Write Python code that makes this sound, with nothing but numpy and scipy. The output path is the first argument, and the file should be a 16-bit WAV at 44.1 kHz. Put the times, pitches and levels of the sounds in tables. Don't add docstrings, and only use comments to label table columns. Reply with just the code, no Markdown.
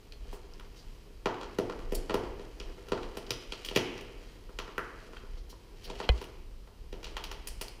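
import sys
import numpy as np
from scipy import signal
from scipy.fft import rfft, irfft, next_fast_len
from scipy.io import wavfile
from scipy.ndimage import uniform_filter1d

SR = 44100
rng = np.random.default_rng(int(sys.argv[2]) if len(sys.argv) > 2 else 0)


def to_wav(sig):
    pcm = np.clip(np.atleast_2d(sig), -1, 1) * 32767
    pcm = np.round(pcm).astype(np.int16)
    wavfile.write(sys.argv[1], SR, pcm.T)


N = 343980

# (centre [Hz], width of each pass [Hz], relative level [dB])
SOLE = [(126, 120, -16.5), (291.4, 218, -7), (336, 370, 2), (488, 295, 4.5)]
# (centre [Hz], nominal width of each pass [Hz], relative level [dB])
SPLINTER = [(8930, 7400, 8), (11340, 610, 12.5), (14500, 27000, 13.5)]
SPAN = 2048


def from_db(db):
    return 10 ** (np.asarray(db) / 20)


def unit_rms(x):
    return x / np.sqrt(np.mean(x ** 2))


def resonance(x, hz, width):
    width, hz = min(width, 0.4 * SR), min(hz, 0.45 * SR)
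    g = 1 / (1 + np.tan(np.pi * width / SR))
    poles = [1, -2 * g * np.cos(2 * np.pi * hz / SR), 2 * g - 1]
    return signal.lfilter([1 - g, 0, g - 1], poles, x)


def double_resonance(x, hz, width):
    return resonance(resonance(x, hz, width), hz, width)


def modal_body(x, modes):
    out = 0
    for k, (hz, width, db) in enumerate(modes):
        out = out + (-1) ** k * from_db(db) * double_resonance(x, hz, width)
    return out


def shaped_noise(spectrum):
    size = next_fast_len(N)
    hz, db = np.transpose(spectrum)
    bin_hz = np.fft.rfftfreq(size, 1 / SR)
    gain = from_db(np.interp(np.log(bin_hz + 1), np.log(hz), db, left=-90, right=-90))
    white = rng.standard_normal(size)
    return unit_rms(irfft(gain * rfft(white), size)[:N])


def slow_wander(rate):
    hold = int(SR / rate)
    held = np.repeat(rng.standard_normal(N // hold + 1), hold)
    smooth = uniform_filter1d(uniform_filter1d(held, hold), hold)
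    return unit_rms(smooth[:N])


def level_curve(table):
    s, db = np.transpose(table)
    return np.interp(np.arange(N) / SR, s, db)


def time_since(s):
    return np.maximum(np.arange(N) / SR - s, 0)


def grains(rate, spread_db):
    hit = rng.random(N) < rate / SR * from_db(5 * slow_wander(25))
    size_db = spread_db * np.minimum(rng.exponential(size=N), 4)
    sign = np.sign(rng.standard_normal(N))
    return hit * sign * from_db(size_db)


def background():
    # (time [s], level [dB])
    rumble_levels = [(0, -44.5), (1.02, -50.5), (1.74, -49), (1.97, -39.5), (2.5, -48), (2.65, -42),
                     (3.3, -46.5), (5.8, -47.5), (6.3, -46), (7.45, -44.5), (7.8, -46.5)]
    # (frequency [Hz], relative density [dB])
    rumble_spectrum = [(15, -25), (25, 11), (40, 6.5), (57, 2.5), (75, -11), (110, -16)]
    # (frequency [Hz], relative density [dB])
    hiss_spectrum = [(53, -13), (90, 5.5), (217, -1.5), (450, -0.5), (677, -15.5), (975, -11.5),
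                     (1530, -20), (3170, -18), (3610, -17.5), (4770, -21), (8520, -26.5), (13900, -30.5),
                     (15200, -30)]
    whine_hz, whine_width_hz, whine_db = 4840, 48, -82
    hiss_db = -57

    whine = from_db(whine_db) * unit_rms(resonance(rng.standard_normal(N), whine_hz, whine_width_hz))
    rumble_db = level_curve(rumble_levels) + 2.7 * slow_wander(8.5)
    rumble = from_db(rumble_db) * shaped_noise(rumble_spectrum)
    hiss = from_db(hiss_db + 0.5 * slow_wander(4.4)) * shaped_noise(hiss_spectrum)
    return rumble + hiss + whine


def corridor(x):
    # (delay [ms], level before the treble is dulled [dB])
    wall_echoes = [(12.2, -2), (14.5, -8.5), (22, -8), (31, -6)]
    # (centre [Hz], decay time to -60 dB [s], level extrapolated to its start [dB])
    tail_bands = [(110, 1, -38.5), (263, 0.79, -41.5), (470, 0.58, -45.5), (1027, 0.74, -40.5),
                  (2090, 1, -40), (4250, 0.7, -39.5), (6900, 0.48, -34), (11600, 0.2, -36)]
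    build_up_s = 0.00097
    early_t60_s, early_db = 0.087, 0.85
    echo_top_hz = 6500

    t = np.arange(int(1.2 * SR)) / SR
    build_up = 1 - np.exp(-(t / build_up_s) ** 2)
    swell = build_up * (1 + from_db(early_db - 60 * t / early_t60_s))
    response = np.zeros(len(t))
    for hz, t60, db in tail_bands:
        band = unit_rms(double_resonance(rng.standard_normal(len(t)), hz, hz))
        response += from_db(db - 60 * t / t60) * swell * band
    walls = np.zeros(len(t))
    for ms, db in wall_echoes:
        walls[int(ms * SR / 1000)] = from_db(db)
    response += signal.lfilter(*signal.butter(2, echo_top_hz, fs=SR), walls)
    return signal.fftconvolve(x, response)[:N]


def knock():
    onset_s, hz, t60_s, start_db = 6.097, 57, 0.2, -12.5
    t = time_since(onset_s)
    return -from_db(start_db - 60 * t / t60_s) * np.sin(2 * np.pi * hz * t)


def rap():
    # (frequency [Hz], relative level [dB], decay time to -60 dB [s])
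    shell_modes = [(128, -16, 0.17), (390, -11, .04), (514, 2.5, 0.064), (754, 0.5, 0.036),
                   (1055, -7.5, 0.049), (1700, -8.5, 0.036), (2046, -17, 0.089), (2470, -3, 0.034),
                   (3060, 0.5, 0.014), (3400, -2, 0.018), (4070, -4, 0.013)]
    # (delay [ms], relative level [dB])
    taps = [(0, 0), (1.4, -2.5), (4.5, -8), (9.5, -14)]
    onset_s, rap_db = 6.0905, -20.5

    out = np.zeros(N)
    for ms, tap_db in taps:
        t = time_since(onset_s + ms / 1000)
        signs = rng.choice([-1, 1], size=len(shell_modes))
        for sign, (hz, db, t60) in zip(signs, shell_modes):
            decay = from_db(rap_db + tap_db + db - 60 * t / t60)
            out += sign * decay * np.sin(2 * np.pi * hz * t)
    return out


def booms():
    # (time [s], starting level [dB])
    heel_blows = [(3.312, -36.5), (3.772, -35)]
    hz, t60_s = 121.3, 0.17
    out = np.zeros(N)
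    for s, db in heel_blows:
        t = time_since(s)
        out += from_db(db - 60 * t / t60_s) * np.sin(2 * np.pi * hz * t)
    return out


def scuff():
    # (time [s], level [dB])
    drag_levels = [(0, -73), (.35, -65), (1.2, -75), (1.45, -65), (2.2, -63), (2.55, -67), (2.8, -64.5),
                   (3.9, -59.5), (4.5, -72), (5.25, -63), (5.6, -78.5), (5.9, -57.5), (6.3, -64.5),
                   (6.5, -94), (6.9, -75), (7.1, -60.5), (7.8, -78)]
    crumbs_db = 6.5

    fine_grains = grains(600, 3.5)
    coarse_grains = grains(250, 4.1)
    fine = double_resonance(fine_grains, 2630, 4600)
    fine = fine + from_db(-29) * double_resonance(fine_grains, 5680, 2140)
    coarse = modal_body(coarse_grains, SOLE)
    coarse = coarse + from_db(-12) * double_resonance(coarse_grains, 830, 1500)
    grit = unit_rms(fine) + from_db(crumbs_db) * unit_rms(coarse)
    return from_db(level_curve(drag_levels)) * grit


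def swishes():
    # (time [s], length [ms], pitch [Hz], flake level [dB], splinter level [dB])
    brushes = [(0.321, 64, 860, -56, -60), (.755, 70, 4600, -59, -69), (1.945, 19, 5500, -52, -37.5),
               (3.263, 13, 4050, -51, -64), (3.293, 6.3, 4500, -54, -75), (3.749, 13, 3560, -41, -49),
               (5.02, 49, 4830, -84, -82), (5.162, 19, 2250, -52, -75), (5.2, 27, 1270, -59, -82),
               (5.37, 29, 4100, -59.5, -73), (5.492, 34, 4900, -55.5, -55), (5.835, 35, 4140, -48, -53),
               (6.025, 34, 2700, -46.5, -63), (6.93, 110, 517, -57.5, -76)]
    out, dense = np.zeros(N), grains(6000, 2.5)
    for s, ms, hz, flake_db, splinter_db in brushes:
        start, size = int(s * SR), int(ms * SR / 1000)
        part = dense[start:start + size]
        swell = np.sin(np.pi * np.linspace(0, 1, size) ** 0.8)
        flakes = from_db(flake_db) * unit_rms(double_resonance(part, hz, 0.85 * hz))
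        splinters = from_db(splinter_db) * unit_rms(modal_body(part, SPLINTER))
        out[start:start + size] += swell * (flakes + splinters)
    return out


def shards():
    # (time [s], pitch [Hz], starting level [dB])
    shard_breaks = [(0.1227, 4240, -33.5), (0.329, 970, -36), (0.537, 5230, -39.5), (1.953, 11300, -16.5),
                    (1.949, 13200, -40), (2.096, 1060, -36), (2.143, 1070, -28.5), (2.6, 5200, -30),
                    (3.307, 5240, -16), (3.308, 2460, -35), (3.522, 3140, -27), (3.648, 3240, -33),
                    (3.664, 4800, -36), (3.688, 3140, -23.5), (3.762, 5100, -29), (4.781, 2670, -28),
                    (5.169, 1490, -36.5), (5.171, 3260, -37), (5.529, 960, -44), (7.168, 3260, -28),
                    (7.474, 9650, -23), (7.487, 9600, -27), (7.683, 4570, -29)]
    fade_cycles = 20
    out, t = np.zeros(N + SPAN), np.arange(SPAN) / SR
    for s, hz, db in shard_breaks:
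        start = int(s * SR)
        decay = from_db(db - 60 * t * hz / fade_cycles)
        out[start:start + SPAN] += decay * np.sin(2 * np.pi * hz * t)
    return out[:N]


def crack(snap_db, thud_db, chip_db, splinter_db, chip_hz, chance):
    crush_ms = 2.5
    flake_centre_hz, flake_scatter = 3120, 0.1
    thin_hz, thin_width_hz = 5250, 3270
    thin_share, thin_offset_db = 0.57, -2

    breaks = np.zeros((2, SPAN))
    delay = crush_ms * SR / 1000 * -np.log(chance[0])
    delay = np.minimum(delay, SPAN // 2).astype(int)
    np.add.at(breaks[0], delay, 0.29 * (2 * chance[1] - 1))
    breaks[:, 0] = 1

    flake_hz = flake_centre_hz * (1 + flake_scatter * (2 * chance[2, 0] - 1))
    flake = double_resonance(breaks, flake_hz, 0.83 * flake_hz)
    chip = double_resonance(breaks, chip_hz, 0.72 * chip_hz)
    chip = chip - from_db(-15.5) * double_resonance(breaks, 1.57 * chip_hz, 2.05 * chip_hz)
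    thud = modal_body(breaks[[1, 1]], SOLE)
    spray = breaks.copy()
    spray[0, 0] = 0.43
    splinters = modal_body(spray, SPLINTER)
    thin = double_resonance(breaks, thin_hz, thin_width_hz)
    thin_db = snap_db + thin_share * (splinter_db - snap_db) + thin_offset_db

    parts = [(flake, snap_db), (thud, thud_db), (chip, chip_db), (splinters, splinter_db), (thin, thin_db)]
    return sum(from_db(db) * x / np.abs(x[0]).max() for x, db in parts)


def footsteps():
    # (time [s], flake snap [dB], sole thud [dB], plaster chip [dB], splinters [dB], chip pitch [Hz])
    cracks = [(0.1236, -42, -67, -77, -51, 880), (0.3307, -42, -41, -60, -45, 970),
              (0.597, -39, -53, -43.5, -48, 1130), (1.258, -22.5, -22.5, -21, -38.5, 860),
              (1.299, -44, -57, -37, -65, 1110), (1.343, -39.5, -57, -54, -72, 719),
              (1.412, -34, -41, -40, -67, 1070), (1.4318, -33.5, -39, -35.5, -70, 1010),
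              (1.5861, -28.5, -19.5, -26, -31.5, 690), (1.6975, -34.5, -34, -32, -80, 980),
              (1.7229, -40, -44, -40, -72, 1100), (1.7908, -42, -38, -44, -53, 1100),
              (1.922, -32, -25.5, -35.5, -34, 760), (2.0965, -27, -30.5, -25.5, -74, 960),
              (2.1056, -32, -28, -29.5, -52, 700), (2.142, -25.5, -21, -26, -28, 965),
              (2.2354, -41, -33, -39, -66, 991), (2.3955, -43, -38, -42.5, -68, 920),
              (2.602, -31, -41, -42.5, -47, 1130), (2.8857, -37.5, -46, -44, -42, 1220),
              (2.9198, -25, -22, -24, -76, 930), (2.9766, -36, -52, -33.5, -66, 1010),
              (3.0311, -34.5, -44, -43, -65, 624), (3.1709, -31, -32.5, -32, -32.5, 614),
              (3.3062, -18, -32.5, -32.5, -26, 1400), (3.5225, -24, -38.5, -35.5, -87, 1160),
              (3.649, -25.5, -82, -48, -31, 1660), (3.661, -51, -68, -52, -36, 1650),
              (3.686, -29, -42, -51, -37, 690), (3.712, -34, -35.5, -38.5, -55, 695),
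              (3.761, -12.5, -17, -20.5, -18.5, 574), (3.7721, -20.5, -39, -61, -62, 756),
              (3.9779, -35, -46, -41, -47, 1010), (4.01, -36, -41.5, -62, -41.5, 708),
              (4.4922, -61, -45, -47, -77, 1010), (4.5882, -23.5, -37.5, -28, -36, 1080),
              (4.678, -40.5, -44, -38, -61, 1130), (4.7801, -24, -32, -20, -35, 1400),
              (5.133, -45, -45.5, -42.5, -55, 1050), (5.235, -53, -45.5, -48, -72, 1000),
              (5.5273, -59, -48, -50.5, -73, 970), (5.9002, -31.5, -36, -37, -55, 765),
              (5.9538, -38.5, -58, -64, -54, 651), (6.0014, -30, -33, -29, -81, 840),
              (6.1785, -36.5, -55, -63, -76, 596), (6.2149, -36, -38, -37.5, -40.5, 930),
              (6.241, -35.5, -69, -62, -40.5, 907), (6.674, -52.5, -54, -49, -64, 790),
              (6.9276, -36.5, -36.5, -44, -49, 700), (7.0304, -37, -47, -43, -47, 1030),
              (7.0438, -28.5, -65, -48, -41.5, 674), (7.068, -38, -50, -44, -67, 1010),
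              (7.1678, -26.5, -44, -28.5, -39, 940), (7.2398, -26.5, -53, -40, -32.5, 1000),
              (7.3148, -29, -49, -35.5, -35.5, 915), (7.4725, -34.5, -47, -45, -25.5, 791),
              (7.6124, -28, -39, -36, -24, 774), (7.6819, -41, -72, -74, -41, 743)]
    floor_delay_ms = 2.1
    room_db = -4

    near, far = np.zeros(N + SPAN), np.zeros(N + SPAN)
    chances = rng.uniform(1e-6, 1, (len(cracks), 3, 16))
    for (s, *colour), chance in zip(cracks, chances):
        whole, first = crack(*colour, chance)
        start = int(s * SR)
        near[start:start + SPAN] += whole
        far[start:start + SPAN] += from_db(room_db) * first
    near = near + np.roll(near, int(floor_delay_ms * SR / 1000))
    return near[:N], far[:N]


def scene():
    near, far = footsteps()
    grit = scuff() + swishes()
    ringing = shards()
    room = corridor(far + from_db(-10.5) * grit + from_db(-13) * ringing)
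    camera = knock() + rap()
    return (near + grit + ringing + room + booms() + camera + background())[None]


def record(dry):
    # (centre [Hz], width [Hz], nominal gain at the centre [dB])
    port_resonances = [(400, 440, -2), (3270, 650, 3.5), (3536, 650, -7), (5200, 1700, 2.5),
                       (7060, 5800, -3.5), (7600, 3900, 0.5)]
    edge_hz, edge_db = 15350, -25
    top_hz = 16400

    x = dry
    for hz, width, db in port_resonances:
        x = x + (from_db(db) - 1) * resonance(x, hz, width)
    low = signal.sosfiltfilt(signal.ellip(6, 0.1, 40, edge_hz, fs=SR, output="sos"), x)
    x = low + from_db(edge_db) * (x - low)
    return signal.sosfilt(signal.ellip(10, 0.2, 80, top_hz, fs=SR, output="sos"), x)


dry = scene()
out = record(dry)
to_wav(out)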